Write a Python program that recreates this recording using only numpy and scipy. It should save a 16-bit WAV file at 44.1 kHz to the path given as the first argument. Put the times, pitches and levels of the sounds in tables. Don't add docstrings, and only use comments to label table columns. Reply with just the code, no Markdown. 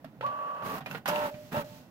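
import sys
import numpy as np
from scipy import signal
from scipy.fft import rfft, irfft, next_fast_len
from scipy.io import wavfile

SR = 44100
rng = np.random.default_rng(int(sys.argv[2]) if len(sys.argv) > 2 else 0)


def dump(signal):
    limited = np.clip(np.atleast_2d(signal).T, -1, 1)
    pcm = np.round(limited * 32767).astype(np.int16)
    wavfile.write(sys.argv[1], SR, pcm)


N = 83790
T = np.arange(N) / SR


def from_db(db):
    return 10 ** (np.asarray(db) / 20)


def unit_rms(x):
    return x / np.sqrt(np.mean(x ** 2) + 1e-20)


def at_hz(points, hz):
    f, value = np.transpose(points)
    return np.interp(np.log(np.maximum(hz, 1)), np.log(f), value)


def pan(left_db):
    return from_db(np.array([[left_db], [-left_db]]) / 2)


def drift(rate_hz):
    r = np.exp(-2 * np.pi * rate_hz / SR)
    return unit_rms(signal.lfilter([1], [1, -2 * r, r * r], rng.standard_normal(2 * N))[N:])


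def hiss():
    return rng.standard_normal((2, N))


def grains(per_s, spread_db):
    sizes = from_db(spread_db * np.minimum(rng.exponential(1, N), 4))
    return unit_rms(hiss() * sizes * (rng.random(N) < per_s / SR))


def envelope(start, stop, rise_s, fall_s):
    return np.clip((T - start) / rise_s, 0, 1) * np.exp(-np.maximum(T - stop, 0) / fall_s)


# f/Hz, coherence
COHERENCE = [(130, 0.89), (640, 1), (1400, 0.22), (15000, 0)]
CASE_MODES_HZ, MODE_REL_WIDTH, MODE_LIFT_DB = [451.3, 772, 1480, 1884, 2680], 0.0079, 5.5


def colour(pair, spectrum):
    size = next_fast_len(2 * N)
    hz = np.linspace(0, SR / 2, size // 2 + 1)
    modes_db = sum(MODE_LIFT_DB / (1 + ((hz / f - 1) / MODE_REL_WIDTH) ** 2) for f in CASE_MODES_HZ)
    top_loss = np.sqrt(1 + (hz / (2 * spectrum[-1][0])) ** 2)
    gain = unit_rms(from_db(at_hz(spectrum, hz) + modes_db) / top_loss)
    cepstrum = irfft(np.log(gain), size)[:size // 2]
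    min_phase = np.exp(2 * rfft(cepstrum, size) - cepstrum[0])
    coherence = at_hz(COHERENCE, hz)
    mid, side = rfft(pair, size) * min_phase * np.sqrt([(1 + coherence) / 2, (1 - coherence) / 2])
    return irfft(np.array([mid + side, mid - side]), size)[:, :N]


def motor_phase(hz, wobble=.005):
    return 2 * np.pi * np.cumsum(hz * (1 + wobble * drift(19.4))) / SR


def whine(phase, partials, flutter_db=1.8):
    out = 0
    for ratio, db in partials:
        final_hz = ratio * (phase[-1] - phase[-2]) * SR / (2 * np.pi)
        skew = np.arccos(at_hz(COHERENCE, final_hz)) / 2
        tone = np.sin(ratio * phase + rng.uniform(0, 2 * np.pi) + skew * np.array([[-1], [1]]))
        out = out + np.sqrt(2) * from_db(db + flutter_db * drift(67)) * tone
    return out


def meshing(phase, depth):
    return unit_rms(grains(per_s=9000, spread_db=1.5) * (1 + depth * np.cos(phase / 2)))


# f/tooth rate, relative level/dB
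FEED_PARTIALS = [(0.499, -17.5), (.533, -13), (.968, -30), (1, 2.5)]
# t/s, level/dB
FEED_CONTOUR = [(.226, -43), (.25, -32.5), (.275, -37.5), (.44, -37.5), (.6, -41), (.75, -41.5), (.78, -50)]
# f/Hz, relative level/dB
FEED_MESH_SPECTRUM = [(150, -24.5), (380, -13), (570, 4.5), (720, -2), (1050, 4), (1750, -7.5), (2200, -20),
                      (2850, -12.5), (3500, -25), (9500, -38.5), (13500, -32)]
FEED_TOOTH_HZ, FEED_MESH_DB = 1140, -44


def feed_motor(start=.226, stop=.778, spin_up_s=.01, brake_s=.022):
    spin_up_lag = np.exp(-np.maximum(T - start, 0) / spin_up_s)
    brake_lag = np.clip((T - stop) / brake_s + 1, 0, 2) ** 2 / 10
    phase = motor_phase(FEED_TOOTH_HZ * (1 - .32 * (spin_up_lag + brake_lag)))
    running = envelope(start, stop, rise_s=.0013, fall_s=.02)
    mesh = from_db(FEED_MESH_DB) * colour(meshing(phase, depth=.43) * running, FEED_MESH_SPECTRUM)
    level = from_db(np.interp(T, *np.transpose(FEED_CONTOUR))) * running
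    return mesh + level * whine(phase, FEED_PARTIALS) * pan(.5)


# start t/s, stop t/s, whine level/dB, mesh level/dB
FAST_MOVES = [(1.079, 1.261, -36, -38), (1.54, 1.590, -35.5, -40)]
# f/tooth rate, relative level/dB
DRIVE_PARTIALS = [(1, 2.6), (1.502, -3.5), (1.593, -5), (2.232, -5.5), (3, -13.5)]
# f/Hz, relative level/dB
DRIVE_MESH_SPECTRUM = [(80, -21), (150, -9), (260, -1), (370, -18.5), (930, 3), (1250, -6.5), (2200, -13),
                       (2800, -11.5), (5000, -24), (10000, -32.5)]
DRIVE_TOOTH_HZ, DRIVE_RISE_S, DRIVE_FALL_S = 598.5, .0072, .021


def drive(spin_up_s=.011):
    out = 0
    for start, stop, whine_db, mesh_db in FAST_MOVES:
        spin_up_lag = np.exp(-np.maximum(T - start, 0) / spin_up_s)
        stop_lag = 1 - np.exp(-np.maximum(T - stop, 0) / DRIVE_FALL_S)
        phase = motor_phase(DRIVE_TOOTH_HZ * (1 - .08 * (spin_up_lag + stop_lag)))
        level = envelope(start, stop, DRIVE_RISE_S, DRIVE_FALL_S)
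        tones = from_db(whine_db) * whine(phase, DRIVE_PARTIALS) * pan(1.5)
        out = out + level * (tones + rasp(phase))
        out = out + from_db(mesh_db) * colour(meshing(phase, depth=.52) * level, DRIVE_MESH_SPECTRUM)
    return out


def rasp(phase, ring_hz=2750, width_hz=130, level_db=-50, spread_db=7.5):
    strikes = np.diff(np.floor(phase / (4 * np.pi)), prepend=0) > 0
    snaps = strikes * from_db(spread_db * hiss())
    resonator = signal.iirpeak(ring_hz, ring_hz / width_hz, fs=SR)
    return from_db(level_db) * unit_rms(signal.lfilter(*resonator, snaps))


# t/s, thud level/dB, low mode f/Hz, level/dB, high mode f/Hz, level/dB,
# clack level/dB, tick level/dB
KNOCK_EVENTS = [ (.0435, -45, 646, -35, 1314, -52, -49, -60), (.2092, -58, 525, -33, 1330, -34, -39, -66),
                (.229, -59, 445, -41.5, 882, -34.5, -55.5, -76), (.262, -49, 268, -45, 592, -40, -41, -57),
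                (.622, -44, 200, -42, 400, -44, -49, -69), (.806, -45.5, 717, -43, 1150, -55, -44, -60.5),
                (.860, -44, 571, -41, 2430, -34, -37, -52), (.911, -46, 1475, -44, 2670, -38, -42, -47),
                (.947, -44, 461, -32.5, 1425, -32.5, -37, -70),
                (1.057, -67, 806, -34.5, 1917, -42, -29, -45), (1.077, -50, 1470, -37, 1890, -38, -33, -35),
                (1.0865, -40, 780, -35, 1450, -38, -34, -37.5),
                (1.341, -46.5, 150, -34.5, 2420, -46.5, -49, -72),
                (1.520, -46, 240, -32, 800, -46, -46, -60), (1.570, -39, 143, -26, 1330, -41, -43, -62), ]
# f/Hz, relative level/dB
THUD_SPECTRUM = [(50, -19), (90, -21.5), (135, 4.5), (200, -4), (270, -2), (360, -35), (700, -47)]
CLACK_SPECTRUM = [(300, -23.5), (600, 5), (1500, 2.5), (2200, -2.5), (2900, -2.5), (4400, -11), (7000, -29)]
TICK_SPECTRUM = [(2000, -54), (5000, 3.5), (9300, -6.5), (13000, 4.5), (16000, -12)]
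THUD_T60_S, CLACK_T60_S, CRACK_T60_S, TICK_T60_S, RING_T60_S = .23, .14, .016, .078, .06
CRACK_LIFT_DB, RING_BAND_HZ = 4, (90, 4000)


def knocks():
    thud, ring, clack, tick = 0, 0, 0, 0
    for t, thud_db, low_hz, low_db, high_hz, high_db, clack_db, tick_db in KNOCK_EVENTS:
        thud = thud + impact(t, thud_db, THUD_T60_S)
        crack = impact(t, clack_db + CRACK_LIFT_DB, CRACK_T60_S)
        clack = clack + np.maximum(impact(t, clack_db, CLACK_T60_S), crack)
        tick = tick + impact(t, tick_db, TICK_T60_S)
        for hz, db in (low_hz, low_db), (high_hz, high_db):
            ring = ring + impact(t, db, RING_T60_S) * np.sin(2 * np.pi * hz * (T - t))
    rattle = colour(clack * grains(per_s=12000, spread_db=.91), CLACK_SPECTRUM)
    rattle += colour(tick * grains(per_s=12000, spread_db=1), TICK_SPECTRUM)
    band = signal.butter(3, RING_BAND_HZ, "band", fs=SR, output="sos")
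    ring = signal.sosfilt(band, ring * (1 + .3 * drift(80)))
    return ring + colour(thud * hiss(), THUD_SPECTRUM) + rattle * pan(-1.5)


def impact(t, db, t60_s):
    return from_db(db) * envelope(t, t, rise_s=.0008, fall_s=t60_s / np.log(1000))


# start t/s, stop t/s, rise/s, level/dB
CARRIAGE_SLIDES = [(0.62, 0.784, 0.04, -39), (0.83, 0.981, 0.1, -45), (1.053, 1.292, 0.011, -40),
                   (1.511, 1.612, 0.018, -37.5)]
# f/Hz, relative level/dB
RAIL_SPECTRUM = [(60, -12.5), (130, -2), (210, 6.5), (350, -1.5), (800, -0.5), (1450, -4.5), (2800, -13),
                 (9300, -26), (12500, -17)]


def carriage(flutter_db=1.03):
    level = sum(from_db(db) * envelope(start, stop, rise_s, fall_s=.013)
                for start, stop, rise_s, db in CARRIAGE_SLIDES)
    friction = grains(per_s=14000, spread_db=2) * level
    return colour(friction * from_db(flutter_db * drift(38)), RAIL_SPECTRUM)


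# start t/s, stop t/s, initial whine level/dB, rub level/dB
SLOW_CREEPS = [(1.308, 1.492, -42, -54), (1.639, 1.777, -46.5, -52)]
# f/Hz, relative level/dB
RUB_SPECTRUM = [(60, -9.5), (150, 9), (400, -13.5), (2800, -14.5), (6000, -17.5), (9500, -26),
                (13000, -18.5)]


def creep(tooth_hz=602, fade_db_per_s=88):
    whine_level, rub_level = 0, 0
    for start, stop, whine_db, rub_db in SLOW_CREEPS:
        running = envelope(start, stop, rise_s=.0065, fall_s=.067)
        whine_level = whine_level + running * from_db(whine_db - fade_db_per_s * (T - start))
        rub_level = rub_level + running * from_db(rub_db)
    tone = whine_level * whine(motor_phase(tooth_hz), [(1, 0)])
    return tone + colour(rub_level * hiss(), RUB_SPECTRUM)


def idler(start=1.685, stop=1.775, tooth_hz=888, level_db=-58):
    running = envelope(start, stop, DRIVE_RISE_S, DRIVE_FALL_S)
    return running * whine(motor_phase(tooth_hz), [(1, level_db)])


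def groan(start=.163, stop=.29, start_hz=133.86, sag_hz_per_s=84.39, level_db=-51):
    phase = motor_phase(start_hz - sag_hz_per_s * (np.clip(T, start, stop) - start))
    return envelope(start, stop, DRIVE_RISE_S, fall_s=.012) * whine(phase, [(1, level_db)])


# f/Hz, relative level/dB
ROOM_SPECTRUM = [(30, -25.5), (135, -3), (260, -0.5), (400, -14), (600, -10.5), (1000, -17.5), (9000, -43),
                 (14000, -34)]


def room(level_db=-55.5):
    return from_db(level_db) * colour(hiss(), ROOM_SPECTRUM)


def scene(left_db=-3.5, left_lag_s=.00013):
    mix = room() + groan() + feed_motor() + carriage() + drive() + idler() + creep() + knocks()
    left, right = mix * pan(left_db)
    late_left = np.pad(left, (round(left_lag_s * SR), 0))[:N]
    return np.array([late_left, right])


def record(dry):
    cutoff_hz = 15750
    return signal.sosfilt(signal.ellip(12, .1, 80, cutoff_hz, fs=SR, output="sos"), dry)


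dry = scene()
out = record(dry)
dump(out)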